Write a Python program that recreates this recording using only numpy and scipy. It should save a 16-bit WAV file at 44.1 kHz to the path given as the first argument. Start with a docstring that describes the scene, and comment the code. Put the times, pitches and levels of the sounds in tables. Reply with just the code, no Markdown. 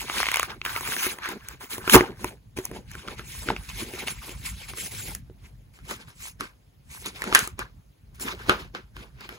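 """Paper rubs in strokes from the start while small creases tick; a volley of snaps follows, then a short rip:
fingers peel open the glued flap of a large envelope, slide sheets out and lay it down, close to a phone in a small room.
Rubbing is shaped noise, snaps are cracks ringing in paper panels and the whole sheet, the rip is swelling noise.
A low rumble and faint room tone lie beneath; the phone sends one microphone's treble to both channels, turned in phase."""
import sys
import numpy as np
from scipy import signal
from scipy.fft import rfft, irfft, next_fast_len
from scipy.io import wavfile
from scipy.ndimage import uniform_filter1d, map_coordinates

SR = 44100
rng = np.random.default_rng(int(sys.argv[2]) if len(sys.argv) > 2 else 0)


def master_out(mix):
    """Clip the mix to full scale and print it as 16-bit PCM to the path in sys.argv[1]."""
    frames = np.transpose(np.atleast_2d(mix))
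    ceiling = np.clip(frames, -1, 1)
    pcm = np.round(ceiling * 32767).astype(np.int16)
    wavfile.write(sys.argv[1], SR, pcm)


N = 413658

# Where the paper is. Each row: time in seconds, lag of the left channel in ms, crackle re rasp in dB,
# top treble gain in dB, room tail re snap in dB, small panels re large in dB.
PLACE = [(0, -0.089, -5, -2, -17, 12), (.6, -0.083, -8, 2.5, -23.5, 2.5), (2.3, -.11, -4, 2.5, -17.5, 1.5),
         (2.8, -0.089, -6.5, -3, -22, 4.5), (5.2, 0, -19.5, -1.5, -13.5, 9), (5.8, 0.2, -6.5, -4.5, -11, 3),
         (7.4, 0.17, -8, -5, -13.5, 5), (8.3, .2, -6, 3, -11, 5), (9.38, 0.22, -6, 0, -14, 8)]
# Spectrum of rubbing and breaking fibres. Each row: frequency in Hz, relative density in dB per Hz.
FIBRES = [(3500, -31), (5500, -5), (7000, -1.5), (9000, 1), (11500, -4.5), (14000, -2), (16500, -7.5)]
# Spectrum of small paper panels. Each row: frequency in Hz, relative density in dB per Hz.
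SMALL_PANELS = [(1400, -23), (1800, -9), (2200, -0.5), (2900, -6), (4000, -7), (5500, -11), (8000, -23.5)]


def amp(db):
    """Gain of a level in dB."""
    return 10 ** (np.asarray(db) / 20)


def unit(x):
    """Scaled to rms 1."""
    return x / np.sqrt(np.mean(x ** 2) + 1e-20)


def curves(rows):
    """One value per sample for each column after the time."""
    time_s, *columns = np.transpose(rows)
    return [np.interp(np.arange(N) / SR, time_s, c) for c in columns]


def wobble(rate_hz):
    """A smooth random curve, rate_hz knots a second."""
    knots = rng.standard_normal(int(N * rate_hz / SR) + 4)
    return map_coordinates(knots, [np.arange(N) * rate_hz / SR])


def filtered(x, response):
    """x times a complex response of frequency."""
    size = next_fast_len(N + 8192)
    spectrum = rfft(x, size) * response(np.fft.rfftfreq(size, 1 / SR))
    return irfft(spectrum, size)[..., :N]


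def coloured(x, spectrum):
    """x through (Hz, dB) points; white noise keeps its power."""
    f, db = np.transpose(spectrum)

    def gain(hz):
        return unit(amp(np.interp(np.log(hz + 1), np.log(f), db, -120, -120)))

    return filtered(x, gain)


def pair(alike, patchy_db):
    """White stereo noise of channel correlation alike, with patches of random gain in time and pitch."""
    z = signal.stft(rng.standard_normal((2, N)), nperseg=256)[2]
    field = rng.standard_normal(z.shape[1:])
    field = uniform_filter1d(uniform_filter1d(field, 4, 0), 8, 1)
    mid, side = signal.istft(z * amp(patchy_db * unit(field)), nperseg=256)[1][:, :N]
    turn = np.arccos(np.clip(alike, 0, 1)) / 2
    return unit(np.cos(turn) * mid + np.sin(turn) * np.array([side, -side]))


def catches(rate_hz, spread_db, t60_s):
    """Envelope of fibres that catch and let go at random moments, a few much harder than the rest."""
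    when, size = rng.random(N), rng.exponential(1, N)
    kicks = (when < rate_hz / SR) * amp(spread_db * np.minimum(size, 3))
    return signal.lfilter([1], [1, -amp(-60 / (t60_s * SR))], kicks)


def strokes():
    """Gain of each rubbing layer: every stroke rises, holds and dies away; overlapping strokes add in power."""
    # Each row: time of full force in seconds, force in dB, rise in seconds, hold in seconds,
    # hiss re rasp in dB, boom re force in dB.
    stroke_rows = [(0.0, -39.5, .02, 0.024, 7, -4), (0.181, -29.5, 0.27, 0.03, -3, -10.5),
                   (0.253, -39, 0.15, 0.2, -6, -30), (0.505, -44, 0.094, 0.0018, -11, 2),
                   (0.655, -38.5, 0.033, .12, -5.5, -20), (0.888, -33.5, 0.31, 0.053, -0.5, -6),
                   (1.028, -28.5, 0.3, 0.037, 0.5, -13), (1.097, -37.5, 0.16, 0.026, 0.5, -6.5),
                   (1.259, -39.5, 0.13, 0.0023, -16.5, -6), (1.298, -40.5, 0.097, 0.018, -11.5, 3),
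                   (1.506, -50.5, 0.39, .03, -6.5, -9.5), (1.609, -42.5, 0.022, .03, -0.5, -6.5),
                   (1.707, -37.5, 0.031, 0.041, 2.5, -10.5), (1.776, -54.5, 0.15, .02, 15.5, 7),
                   (1.888, -39, 0.23, 0.0014, -3.5, -6), (1.947, -17, 0.083, .0, -10.5, 4),
                   (2.028, -48, .1, 0.042, -11, 16), (2.21, -47.5, 0.11, 0.083, -2, 3),
                   (2.57, -40, 0.015, 0.01, -2, 0.5), (2.648, -42, 0.057, .0, 1, -3.5),
                   (2.763, -48, 0.17, .0, -3, 5), (2.909, -51, 0.1, 0.11, -3, -9),
                   (3.093, -48, 0.25, 0.039, -5.5, 1), (3.187, -44, 0.047, 0.0061, -7, -2),
                   (3.286, -44, 0.12, 0.18, 5.5, -16), (3.496, -39, 0.12, .0, -12.5, 11),
                   (3.576, -51.5, 0.083, 1.56, 2, -13.5), (3.693, -38.5, 0.038, .0, 1.5, -16),
                   (3.803, -36, 0.15, 0.021, 2, -4.5), (3.96, -42, 0.41, 0.065, -2.5, -0.5),
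                   (4.073, -39, 0.025, 0.043, 3, -8), (4.23, -45.5, 0.077, 0.09, 0, -8),
                   (4.461, -36.5, 0.08, 0.02, 6, -17), (4.609, -45.5, 0.12, 0.021, -4, -11),
                   (4.688, -41.5, 0.029, 0.016, 3, -12), (4.774, -40.5, 0.054, 0.096, 9, -12),
                   (4.922, -43, 0.067, 0.2, 7.5, -4), (5.455, -56.5, 0.12, 0.0087, -1.5, -1),
                   (5.74, -59, 0.023, .03, 2, -2.5), (5.912, -36.5, 0.12, 0.012, -2.5, -2.5),
                   (6.003, -52, 0.093, 0.01, -5, 2.5), (6.084, -53, 0.063, 0.019, -3, -5.5),
                   (6.234, -43, 0.14, 0.052, 8, -17.5), (6.401, -43, 0.017, 0.034, -8, 4.5),
                   (6.919, -47.5, 0.094, 0.102, 5, -20), (7.066, -35, 0.065, .0, -1, -6),
                   (7.152, -47, 0.078, 0.17, -2.5, -2.5), (7.28, -44.5, 0.13, 0.048, -12.5, 5.5),
                   (7.335, -36.5, 0.0098, 0.11, 1.5, -10), (7.597, -42.5, 0.03, .0, -16, 6),
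                   (8.147, -58, 0.014, 0.0084, 2.5, -2), (8.21, -39.5, 0.023, 0.023, 9.5, 3),
                   (8.293, -36.5, 0.15, 0, -12.5, 5), (8.404, -51, 0.22, 0.23, -11.5, -1),
                   (8.491, -36.5, 0.042, 0.0029, -8.5, 9), (8.753, -49.5, 0.03, .0, -18.5, 8),
                   (8.967, -54, 0.05, 0.064, -9.5, 10), (9.223, -54, 0.15, 0.032, -13, 5.5),
                   (9.327, -52.5, 0.17, 0.022, -7, 2)]
    rise_db, release_db_per_s = 38.5, 330  # climb over one rise time; release rate at 0 dB of boom
    small_per_hiss = 0.5  # hissing strokes favour the small panels, dB per dB
    slower_per_boom = 0.18  # booming strokes die away more slowly, dB of rate per dB of boom
    t = np.arange(0, N / SR + .002, .001)
    s, force_db, rise_s, hold_s, hiss_db, boom_db = np.transpose(stroke_rows)[:, :, None]
    before_db = rise_db * np.clip(s - t, 0, None) / np.maximum(rise_s, .005)
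    release = release_db_per_s * amp(-slower_per_boom * boom_db)
    after_db = release * np.clip(t - s - hold_s, 0, None)
    shape_db = -before_db - after_db
    small_db = curves(PLACE)[4][(s * SR).astype(int)] + small_per_hiss * hiss_db
    rasp_db = force_db - hiss_db / 2 - 3.0
    layers_db = [rasp_db - small_db / 2, rasp_db + small_db / 2, force_db + hiss_db / 2, force_db + boom_db]
    gains = [np.linalg.norm(amp(level_db + shape_db), axis=0) for level_db in layers_db]
    return [np.interp(np.arange(N) / SR, t, gain) for gain in gains]


def crackle():
    """Small creases tick at random moments, each in one of the panels."""
    # Resonances of the panels that small creases ring in, in Hz.
    crease_hz = [1003, 1570, 2120, 2800]
    total = 0
    for hz in crease_hz:
        kicks = catches(45, spread_db=3, t60_s=0.0024) * rng.standard_normal(N)
        total = total + unit(signal.lfilter(*signal.iirpeak(hz, 5, SR), kicks))
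    return unit(total)


def rubbing():
    """Paper drags on paper: noise under uneven pressure, roughened by catching fibres, in large and small panels."""
    # Spectra of large panels and of the whole sheet. Each row: frequency in Hz, relative density in dB per Hz.
    large_panels = [(500, -28.5), (750, -14.5), (1030, -2.5), (1300, -4), (1600, -2.5), (2000, -13.5),
                    (3000, -30)]
    whole_sheet = [(130, -23.5), (200, -1.5), (300, -7.5), (360, -2.5), (480, -7), (650, -13.5),
                   (900, -11.5), (1200, -35)]
    large, small, hiss, boom = strokes() * amp(0.8 * wobble(60))
    grip = unit(0.5 + 0.08 * catches(200, spread_db=2.5, t60_s=0.015))
    ticks = np.hypot(large, small) * amp(curves(PLACE)[1]) * crackle()
    large = large * amp(0.77 * wobble(55)) * coloured(grip * pair(0.34, patchy_db=4.5), large_panels)
    small = small * amp(1.7 * wobble(50)) * coloured(grip * pair(0.44, patchy_db=2.5), SMALL_PANELS)
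    hiss = hiss * coloured(grip * pair(0.46, patchy_db=4.0), FIBRES)
    buckles = unit(1.5 + .6 * catches(23, spread_db=5.0, t60_s=0.63))  # the sheet buckles at random
    boom = boom * amp(1.7 * wobble(25)) * coloured(buckles * pair(0.87, patchy_db=5.0), whole_sheet)
    return large + small + hiss + boom + ticks


def room():
    """Slightly uneven low rumble, nearly the same on both sides, and a faint room tone."""
    # Rumble level, with air pushed by the moving sheets. Each row: time in seconds, level in dB.
    sway = [(0.0, -49.5), (0.9, -50), (1.2, -57), (2.2, -41.5), (2.4, -51.5), (3.15, -45.5), (5.0, -43.5),
            (6.3, -55), (6.75, -57), (7.6, -43.5), (7.94, -60), (8.3, -47.5), (9.38, -49.5)]
    # Spectra of rumble and room tone. Each row: frequency in Hz, relative density in dB per Hz.
    rumble_spectrum = [(25, -47.5), (38, -2.5), (52, 6), (80, -4.5), (124, -2), (170, -7.5), (260, -19),
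                       (400, -42.5)]
    air_spectrum = [(150, -42.5), (250, -2.5), (500, -8.5), (1000, -15), (3000, -19), (6000, -23.5),
                    (16500, -24.5)]
    uneven_db = 2.2 * wobble(8) + 3 * wobble(25)
    rumble = amp(curves(sway)[0] + uneven_db) * coloured(pair(.88, patchy_db=1.83), rumble_spectrum)
    air = amp(-66.0 + 0.48 * wobble(2)) * coloured(pair(0.052, patchy_db=2.0), air_spectrum)
    return rumble + air


def sheet_ring(t, modes):
    """The envelope rings as a slack drum: decaying modes, slightly different at each blow."""
    ring = 0
    for hz, level_db, t60_s in modes:
        decay = amp(level_db + rng.normal(0, 1.5) - 60 * t / t60_s)
        ring = ring + decay * np.sin(2 * np.pi * hz * (1 + rng.normal(0, 0.01)) * t)
    return ring


def snaps():
    """Glue or a crease cracks in a panel of its own pitch, rings the whole sheet and leaves a tail in the room."""
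    # Each row: start in seconds, relative level in dB, pitch in Hz, treble re level in dB, boom re level in dB.
    snap_rows = [(0.098, -14.5, 1200, -35, -19), (0.202, -11.5, 1030, -23.5, -20),
                 (0.23, -9.5, 1970, -26, -49), (0.241, -20, 2100, -36, -40), (0.257, -14.5, 2238, -30, -25),
                 (0.267, -13.5, 2170, -27, -49), (0.286, -10.5, 2100, -25, -30),
                 (0.316, -13.5, 2110, -15, -29), (0.342, -9, 2210, -17.5, -29),
                 (0.358, -12, 2170, -14, -44), (0.37, -12, 2180, -17.5, -27), (0.396, -9, 1140, -16.5, -33),
                 (0.43, -10.5, 1130, -19.5, -29), (0.615, -18.5, 2570, -53, -20),
                 (0.651, -17.5, 2330, -16, -41), (0.662, -14, 2000, -26, -17), (0.762, -14, 2170, -27, -27),
                 (0.809, -23, 1050, -15, -9), (0.875, -19, 2200, -19, -34), (0.965, -16, 1660, -20.5, -18),
                 (1.066, -23, 1710, -14.5, 2.5), (1.186, -26, 1030, -22.5, -15),
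                 (1.258, -20.5, 1100, -22.5, -24), (1.289, -27, 1030, -8, -2),
                 (1.486, -29.5, 2470, -4.5, -28), (1.781, -27.5, 1000, -9.5, 3.5),
                 (1.877, -13, 1390, -26.5, -5), (1.897, -5, 3150, -18, -24), (1.955, 5.5, 1120, -15.5, 4.5),
                 (1.963, -2.5, 1010, -14, -30), (1.977, -12, 1040, -17.5, -14),
                 (2.008, -11.5, 985, -32.5, 5), (2.244, -14, 1040, -17.5, -1.5),
                 (2.574, -26.5, 2250, -22, -14), (2.587, -25, 960, -14.5, 8), (2.653, -33, 1000, 7, -18),
                 (2.714, -31.5, 970, -17, 7.5), (2.915, -33.5, 1600, -10, -36),
                 (2.952, -25.5, 1440, -21, -9), (3.077, -25.5, 1280, -25.5, -12),
                 (3.083, -21.5, 1330, -32.5, -8), (3.194, -23, 1380, -30, -7.5),
                 (3.487, -12, 1480, -36, -4.5), (3.502, -10, 875, -45, -3),
                 (3.564, -20.5, 2240, -30.5, -28), (3.937, -31, 2230, -13.5, 5),
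                 (4.074, -18, 2600, -24, -39), (4.082, -15.5, 2440, -23, -35),
                 (4.293, -30.5, 2400, -10.5, 1), (4.735, -29, 1005, -23, -7), (5.15, -30.5, 1760, 1, -24),
                 (5.299, -50, 820, -23.5, 17.5), (5.789, -40.5, 1440, -27, -10),
                 (5.91, -25, 1120, -10.5, -23), (6.408, -15.5, 1200, -19, -21),
                 (7.06, -23.5, 3730, -8.5, -8.5), (7.22, -15.5, 1804, -20.5, -23),
                 (7.24, -19, 1260, -15, -13), (7.275, -22, 1450, -25.5, -25),
                 (7.326, -10.5, 1180, -29.5, -9), (7.349, 5.5, 1634, -13, -24),
                 (7.355, -3.5, 1500, -16.5, -28), (7.391, -14, 1390, -5.5, -21),
                 (7.475, -25.5, 1180, -4.5, -4), (7.592, -20.5, 1150, -12, -8),
                 (8.198, -31.5, 1650, -12, -14), (8.495, -0.5, 1370, -30, -8.5),
                 (8.749, -20, 1370, -41.5, -24), (8.966, -28, 1510, -27, -12.5),
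                 (9.208, -34, 4000, -16.5, -11), (9.291, -24.5, 1440, -21.5, -12.5)]
    # Modes of the whole sheet. Each row: frequency in Hz, relative level in dB, t60 in seconds.
    sheet_modes = [(68, -19.5, 0.19), (125, -9.5, 0.078), (308, -3.5, 0.046), (367.5, -2, 0.1),
                   (443, -5, 0.054), (583, -14.5, 0.068)]
    body, treble, sheet = np.zeros((3, 2, N + SR))
    t = np.arange(SR // 4) / SR
    give = np.exp(-(t / .0026) ** 3)  # a crease gives way within a few ms
    tail_db = curves(PLACE)[3]  # farther paper has more room in it

    def by_onset(x):
        """Scaled to rms 1 over its first 1/300 s."""
        return x / np.sqrt(np.mean(x[..., :SR // 300] ** 2))

    for s, db, hz, treble_db, boom_db in snap_rows:
        start = round(s * SR)
        at = slice(start, start + len(t))
        crack = rng.standard_normal(len(t)) * give
        crack[0] = 4  # sharp kick
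        tail = rng.standard_normal((2, len(t))) * amp(tail_db[start]) * (1 - np.exp(-t / 0.00074))
        blow = crack + tail * amp(-60 * t / 0.19)
        panel = signal.lfilter(*signal.iirpeak(hz, 5, SR), blow)
        neighbour_hz = hz * (1.7 if hz < 1800 else .6)
        neighbour = signal.lfilter(*signal.iirpeak(neighbour_hz, 2, SR), blow)
        body[:, at] += amp(db - 10) * (by_onset(panel) + 0.5 * by_onset(neighbour) + 0.18 * by_onset(blow))
        treble[:, at] += amp(db + treble_db + 2.5) * by_onset(crack + .5 * tail * amp(-60 * t / .14))
        sheet[:, at] += amp(db + boom_db - 7.5) * sheet_ring(t, sheet_modes)
    low = filtered(body[:, :N], lambda hz: 1 / (1 + (hz / 5500) ** 4))
    return low + coloured(treble[:, :N], FIBRES) + sheet[:, :N]


def rip():
    """The last of the glue line tears: dense breaking of fibres swells, then stops dead as the flap comes free."""
    # Each row: time in seconds, level in dB.
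    tear_level = [(1.896, -69), (1.899, -27), (1.924, -17.5), (1.94, -12.5), (1.956, -11), (1.959, -69.5)]
    s, db = np.transpose(tear_level)
    level = amp(np.interp(np.arange(N) / SR, s, db, -120, -120) + 1.4 * wobble(300))
    fibres = coloured(pair(0.36, patchy_db=3.5), FIBRES)
    panels = coloured(pair(0.51, patchy_db=3.5), SMALL_PANELS)
    return level * (fibres + 0.5 * panels)


def placed(x):
    """The nearer microphone hears the paper earlier; the top treble grows brighter or duller as the paper moves."""
    lag_ms, _, top_db, *_ = curves(PLACE)
    top = filtered(x, lambda hz: 1 / (1 + (11500 / (hz + 1)) ** 12))
    x = x + (amp(top_db) - 1) * top
    n, half_lag = np.arange(N), lag_ms * SR / 2000  # in samples
    return np.array([map_coordinates(x[0], [n - half_lag]), map_coordinates(x[1], [n + half_lag])])


def scene():
    """Paper in its place, room around it."""
    return placed(rubbing() + rip() + snaps()) + room()


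def record(dry):
    """The phone: treble of one microphone spread by a phase turn, soft clipping, band limits."""
    split_hz, top_hz = 5856, 15950  # crossover to the one microphone; upper band limit

    def high(hz):
        return np.clip((hz - split_hz) / 400 + .5, 0, 1)

    def turn(hz):
        return np.exp(1j * np.pi * (hz - 1000) / 5000 * np.array([[-1], [1]]))

    def band(hz):
        return np.clip((top_hz - hz) / 200, 0, 1) / (1 + (36 / (hz + 1)) ** 6)

    stereo_low = filtered(dry, lambda hz: np.sqrt(1 - high(hz)))
    shared_treble = filtered(dry[1], lambda hz: np.sqrt(high(hz)) * turn(hz))
    both = stereo_low + shared_treble
    clipped = both / (1 + np.abs(both) ** 8) ** (1 / 8)
    return filtered(clipped, band)


dry = scene()
out = record(dry)
master_out(out)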